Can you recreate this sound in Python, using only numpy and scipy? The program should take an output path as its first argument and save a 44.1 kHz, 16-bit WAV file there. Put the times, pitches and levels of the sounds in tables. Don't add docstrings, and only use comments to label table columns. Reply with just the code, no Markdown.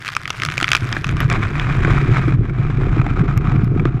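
import sys
import numpy as np
from scipy import signal
from scipy.io import wavfile
from scipy.ndimage import uniform_filter1d

SR = 44100
rng = np.random.default_rng(int(sys.argv[2]) if len(sys.argv) > 2 else 0)


def store_wav(level_fs):
    pcm = np.round(np.clip(np.atleast_2d(level_fs), -1, 1) * 32767)
    wavfile.write(sys.argv[1], SR, pcm.T.astype(np.int16))


N = 176400
TIME = np.arange(N) / SR

# start in seconds, knock level in dB, pitch in Hz,
# snap level in dB before its trim.
GRIT_HITS = [(0.0686, -23.5, 1800, -39), (0.079, -21.5, 2400, -25.5), (0.0877, -20, 1540, -29.5),
             (0.1508, -26.5, 2510, -26.5), (0.166, -11, 1270, -22), (0.2552, -20, 2050, -38),
             (0.277, -22.5, 1860, -30), (0.304, -16.5, 1380, -20), (.399, -22.5, 2350, -34),
             (0.42, -16.5, 2230, -28.5), (0.4343, -16, 1710, -23), (0.4503, -18, 1580, -20),
             (.461, -21, 2040, -28), (0.487, -17, 1280, -39), (0.5004, -23, 1520, -34),
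             (0.523, -29, 2150, -47), (0.5792, -13.5, 2380, -20), (0.6015, -17.5, 2020, -29),
             (0.612, -17, 1300, -27), (0.628, -14.5, 1910, -20), (0.643, -11, 2100, -26.5),
             (0.68, -14.5, 1900, -31), (0.6895, -19.5, 2230, -25), (0.7171, -9, 2170, -15),
             (0.732, -10.5, 1560, -18.5), (0.75, -8, 1380, -21), (0.7536, -15.5, 1440, -19),
             (0.7665, -18, 2600, -25), (0.9269, -18, 1580, -23.5), (1.0439, -16.5, 1410, -29),
             (1.068, -31, 1380, -34.5), (1.091, -20.5, 1440, -32), (1.168, -26, 1350, -36),
             (1.2035, -17, 1880, -41), (1.3001, -18, 2200, -26.5), (1.327, -25, 1280, -29),
             (1.597, -18, 1800, -34), (3.3763, -29.5, 2160, -41)]
# start in seconds, slap level in dB, pitch in Hz, thud level in dB.
CLOD_HITS = [(0.6236, -23, 756, -20.5), (.966, -16, 1670, -24.5), (1.848, -13.5, 1515, -16),
             (1.98, -17.5, 1280, -28), (2.281, -26, 1280, -17), (2.322, -24.5, 1340, -30),
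             (2.496, -30.5, 1380, -35), (3.015, -20, 1315, -38), (3.065, -19, 788, -20.5),
             (3.194, -24.5, 1550, -39), (3.796, -22.5, 2300, -28), (3.8538, -17, 1210, -9)]
# start in seconds, level in dB.
PING_HITS = [(1.2047, -31.5), (3.3765, -34.5), (3.645, -49)]
# start in seconds, level in dB, pitch in Hz.
THUMP_HITS = [(.820, -13.5, 110), (1.062, -13.5, 136), (1.142, -8.5, 119.6), (1.247, -7, 110),
              (1.878, -12.5, 405), (2.002, -16, 150), (2.111, -3.5, 124), (2.195, -9.5, 140),
              (2.277, -12.5, 293), (2.343, -7, 125), (2.391, -5, 128.3), (2.593, -7.5, 123.7),
              (2.697, -13, 122), (2.97, -12, 306), (2.993, -5, 135), (3.205, -5.5, 136),
              (3.367, -3.5, 126.7), (3.479, -5.5, 143), (3.633, -4.5, 175), (3.942, -9.5, 143)]

# time in seconds, level in dB.
PATTER_FADER = [(0, -45.5), (.8, -35.5), (.95, -28), (1.02, -41), (1.1, -27.5), (1.15, -34), (1.23, -23.5),
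                (1.28, -42.5), (1.305, -21.5), (1.36, -24.5), (1.39, -36.5), (1.43, -23.5), (1.5, -34),
                (1.61, -20.5), (1.65, -27), (1.73, -27), (1.78, -30.5), (1.84, -24), (1.88, -24.5),
                (1.97, -24.5), (2.04, -30), (2.12, -26), (2.175, -19), (2.22, -31.5), (2.34, -28.5),
                (2.365, -43), (2.42, -43.5), (2.45, -35), (2.52, -38.5), (2.6, -31.5), (2.88, -32.5),
                (2.99, -26), (3.015, -39), (3.08, -30), (3.25, -33.5), (3.3, -29), (3.41, -34),
                (3.47, -27.5), (3.64, -32.5), (3.68, -39.5), (3.88, -35), (4, -37.5)]
SAND_FADER = [(0, -34.5), (.22, -39), (.45, -32.5), (.9, -35), (1.4, -45.5), (2.3, -43.5), (2.37, -67)]
RUMBLE_FADER = [(0, -39.5), (.36, -36), (.46, -25.5), (.56, -28.5), (.79, -29), (.85, -21), (1.04, -29),
                (1.12, -19), (1.33, -18), (1.54, -21.5), (1.9, -13.5), (2.05, -16), (2.3, -16.5),
                (2.38, -17), (2.53, -21.5), (2.92, -15), (3.045, -22.5), (3.12, -16.5), (3.42, -20),
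                (3.62, -12.5), (3.69, -19), (3.75, -12), (4, -24)]
WIND_FADER = [(0, -57), (1, -30.5), (1.28, -24), (1.55, -28), (1.9, -18), (2.07, -24), (2.55, -24),
              (2.94, -20.5), (4, -26)]

# frequency in Hz, relative gain in dB.
KNOCK_EQ = [(100, -32), (700, -36), (1250, 14), (1750, 0.5), (2400, 9.5), (3500, 1), (6000, -47),
            (16000, -95)]
SNAP_EQ = [(500, 3), (2500, -5), (4500, 8.5), (6200, 5), (9000, -9), (12500, -15.5), (16000, -27)]
NEAR_SOIL_EQ = [(100, -3.5), (600, -5.5), (720, 0.5), (830, -6), (1280, 3.5), (1800, -4), (2380, 0.5),
                (2750, -13.5), (3700, -15.5), (4400, -26), (7800, -32), (9000, -43), (12000, -49),
                (16000, -84)]
FAR_SOIL_EQ = [(560, -12.5), (720, 7.5), (830, -2.5), (1050, -4.5), (1280, 7), (1800, -13), (2380, -9.5),
               (2750, -19.5), (4400, -31), (7200, -39.5), (9000, -53.5), (12000, -71.5), (16000, -90)]
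SAND_EQ = [(600, -10), (1300, 10), (2500, 3.5), (6500, -11), (12500, -23), (16000, -46.5)]
PING_EQ = [(2000, -46), (5500, 5.5), (9000, -12), (11300, 2), (12800, 4), (16000, -38)]
BOOM_EQ = [(30, -24), (70, -8.5), (100, 1), (135, 5.5), (165, -3.5), (210, -15.5), (310, -16.5), (400, -26),
           (520, -35.5), (3000, -92.5)]
BUFFET_EQ = [(60, -22.5), (180, -2.5), (300, -3.5), (390, -4), (520, -21.5), (2000, -68.5)]
WIND_EQ = [(12, -12.5), (24, 2.5), (50, 3), (75, -10.5), (400, -89)]


def grit():
    out = np.zeros(N)
    snap_trim_db = -2.5
    for start, db, hz, snap_db in GRIT_HITS:
        add(out, start, amp(db) * knock(hz, KNOCK_EQ, ring_s=0.0006, ring_share=0.46, decay_s=0.0014))
        add(out, start, amp(snap_db + snap_trim_db) * crumble(SNAP_EQ, decay_s=0.0011))
    return out


def soil_patter():
    clump_db = 2.6 * unit(uniform_filter1d(rng.standard_normal(N), size=500))
    crumbs = shower(per_s=1200, spread_db=3.6, grain_s=0.0012)
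    wash = 0.5 * rng.standard_normal(N)
    soil = (crumbs + wash) * amp(clump_db)
    near = unit(colour(soil, NEAR_SOIL_EQ))
    far = unit(colour(soil, FAR_SOIL_EQ))
    far_share = np.interp(TIME, [1.87, 4.74], [0, 1])
    return fader(PATTER_FADER) * ((1 - far_share) * near + far_share * far)


def clods():
    out = np.zeros(N)
    thud = ring(hz=321.5, decay_s=0.0027)
    for start, db, hz, thud_db in CLOD_HITS:
        slap = knock(hz, NEAR_SOIL_EQ, ring_s=0.0014, ring_share=0.51, decay_s=0.003)
        add(out, start, amp(db) * slap + amp(thud_db) * thud)
    return out


def sand():
    grains = shower(per_s=380, spread_db=5.0, grain_s=0.00076)
    wash = 0.26 * rng.standard_normal(N)
    return fader(SAND_FADER) * unit(colour(grains + wash, SAND_EQ))


def pings():
    out = np.zeros(N)
    for start, db in PING_HITS:
        add(out, start, amp(db) * crumble(PING_EQ, decay_s=0.00026))
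    return out


def thumps():
    out = np.zeros(N)
    for start, db, hz in THUMP_HITS:
        add(out, start, amp(db) * knock(hz, BOOM_EQ, ring_s=0.61 / hz, ring_share=0.51, decay_s=0.0041))
    return out


def rumble():
    drift = uniform_filter1d(rng.standard_normal(N), size=2400, mode="wrap")
    drift = unit(uniform_filter1d(drift, size=2400, mode="wrap"))
    flurry_db = 4.0 * np.tanh(drift)
    impacts = shower(per_s=140, spread_db=2.5, grain_s=0.0016)
    buffets = unit(colour(impacts, BUFFET_EQ) * amp(flurry_db))
    build = amp(np.linspace(-15, -9.5, N))
    boom = steady_noise(BOOM_EQ, window=6000)
    return fader(RUMBLE_FADER) * (boom + build * buffets)


def wind():
    return fader(WIND_FADER) * steady_noise(WIND_EQ, window=16000)


def bank_scatter(x, wet_db=-20.5):
    tail = noise_burst(decay_s=0.016, size=6000)
    return x + amp(wet_db) * signal.fftconvolve(x, tail / np.linalg.norm(tail))[:N]


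def knock(hz, eq, ring_s, ring_share, decay_s):
    return unit_hit(ring_share * ring(hz, ring_s) + (1 - ring_share) * crumble(eq, decay_s))


def crumble(eq, decay_s):
    return unit_hit(colour(noise_burst(decay_s, size=3000), eq))


def ring(hz, decay_s, size=3000):
    t = np.arange(size) / SR
    return unit_hit(np.sin(2 * np.pi * hz * t) * t * np.exp(-t / decay_s))


def shower(per_s, spread_db, grain_s, kinds=16):
    lands = rng.random(N) < per_s / SR
    hits = lands * amp(spread_db * np.minimum(rng.exponential(1, N), 3.5))
    kind = rng.integers(0, kinds, N)
    grains = [unit_hit(noise_burst(grain_s, size=512)) for _ in range(kinds)]
    return unit(sum(signal.oaconvolve(hits * (kind == k), grains[k])[:N] for k in range(kinds)))


def noise_burst(decay_s, size):
    return rng.standard_normal(size) * np.exp(-np.arange(size) / SR / decay_s)


def steady_noise(eq, window):
    noise = colour(rng.standard_normal(N + SR), eq)
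    power = uniform_filter1d(noise ** 2, size=window)
    return (noise / np.sqrt(power + 1e-12))[-N:]


def colour(x, eq, size=8192):
    hz, db = np.transpose(eq)
    bin_hz = abs(np.fft.fftfreq(size, 1 / SR))
    gain = amp(np.interp(np.log(bin_hz + 1), np.log(hz), db))
    response = np.exp(np.conj(signal.hilbert(np.log(gain))))
    taps = np.fft.ifft(response).real[:size // 2]
    return signal.fftconvolve(x, taps)[:len(x)]


def amp(db):
    return 10 ** (np.asarray(db) / 20)


def unit(x):
    return x / np.sqrt(np.mean(x ** 2) + 1e-20)


def unit_hit(x, size=190):
    return x / np.sqrt(np.sum(x ** 2) / size + 1e-20)


def fader(points):
    return amp(np.interp(TIME, *np.transpose(points)))


def add(mix, start_s, sound):
    part = mix[max(round(start_s * SR), 0):][:len(sound)]
    part += sound[:len(part)]


def scene():
    close_debris = bank_scatter(grit() + clods() + sand())
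    return (close_debris + pings() + soil_patter() + thumps() + rumble() + wind())[None]


def record(dry):
    clipped = np.clip(dry, -1, 1)
    low_pass = signal.firwin(511, cutoff=16300, window=("kaiser", 9), fs=SR)
    return signal.oaconvolve(clipped, low_pass[None], "same")


dry = scene()
out = record(dry)
store_wav(out)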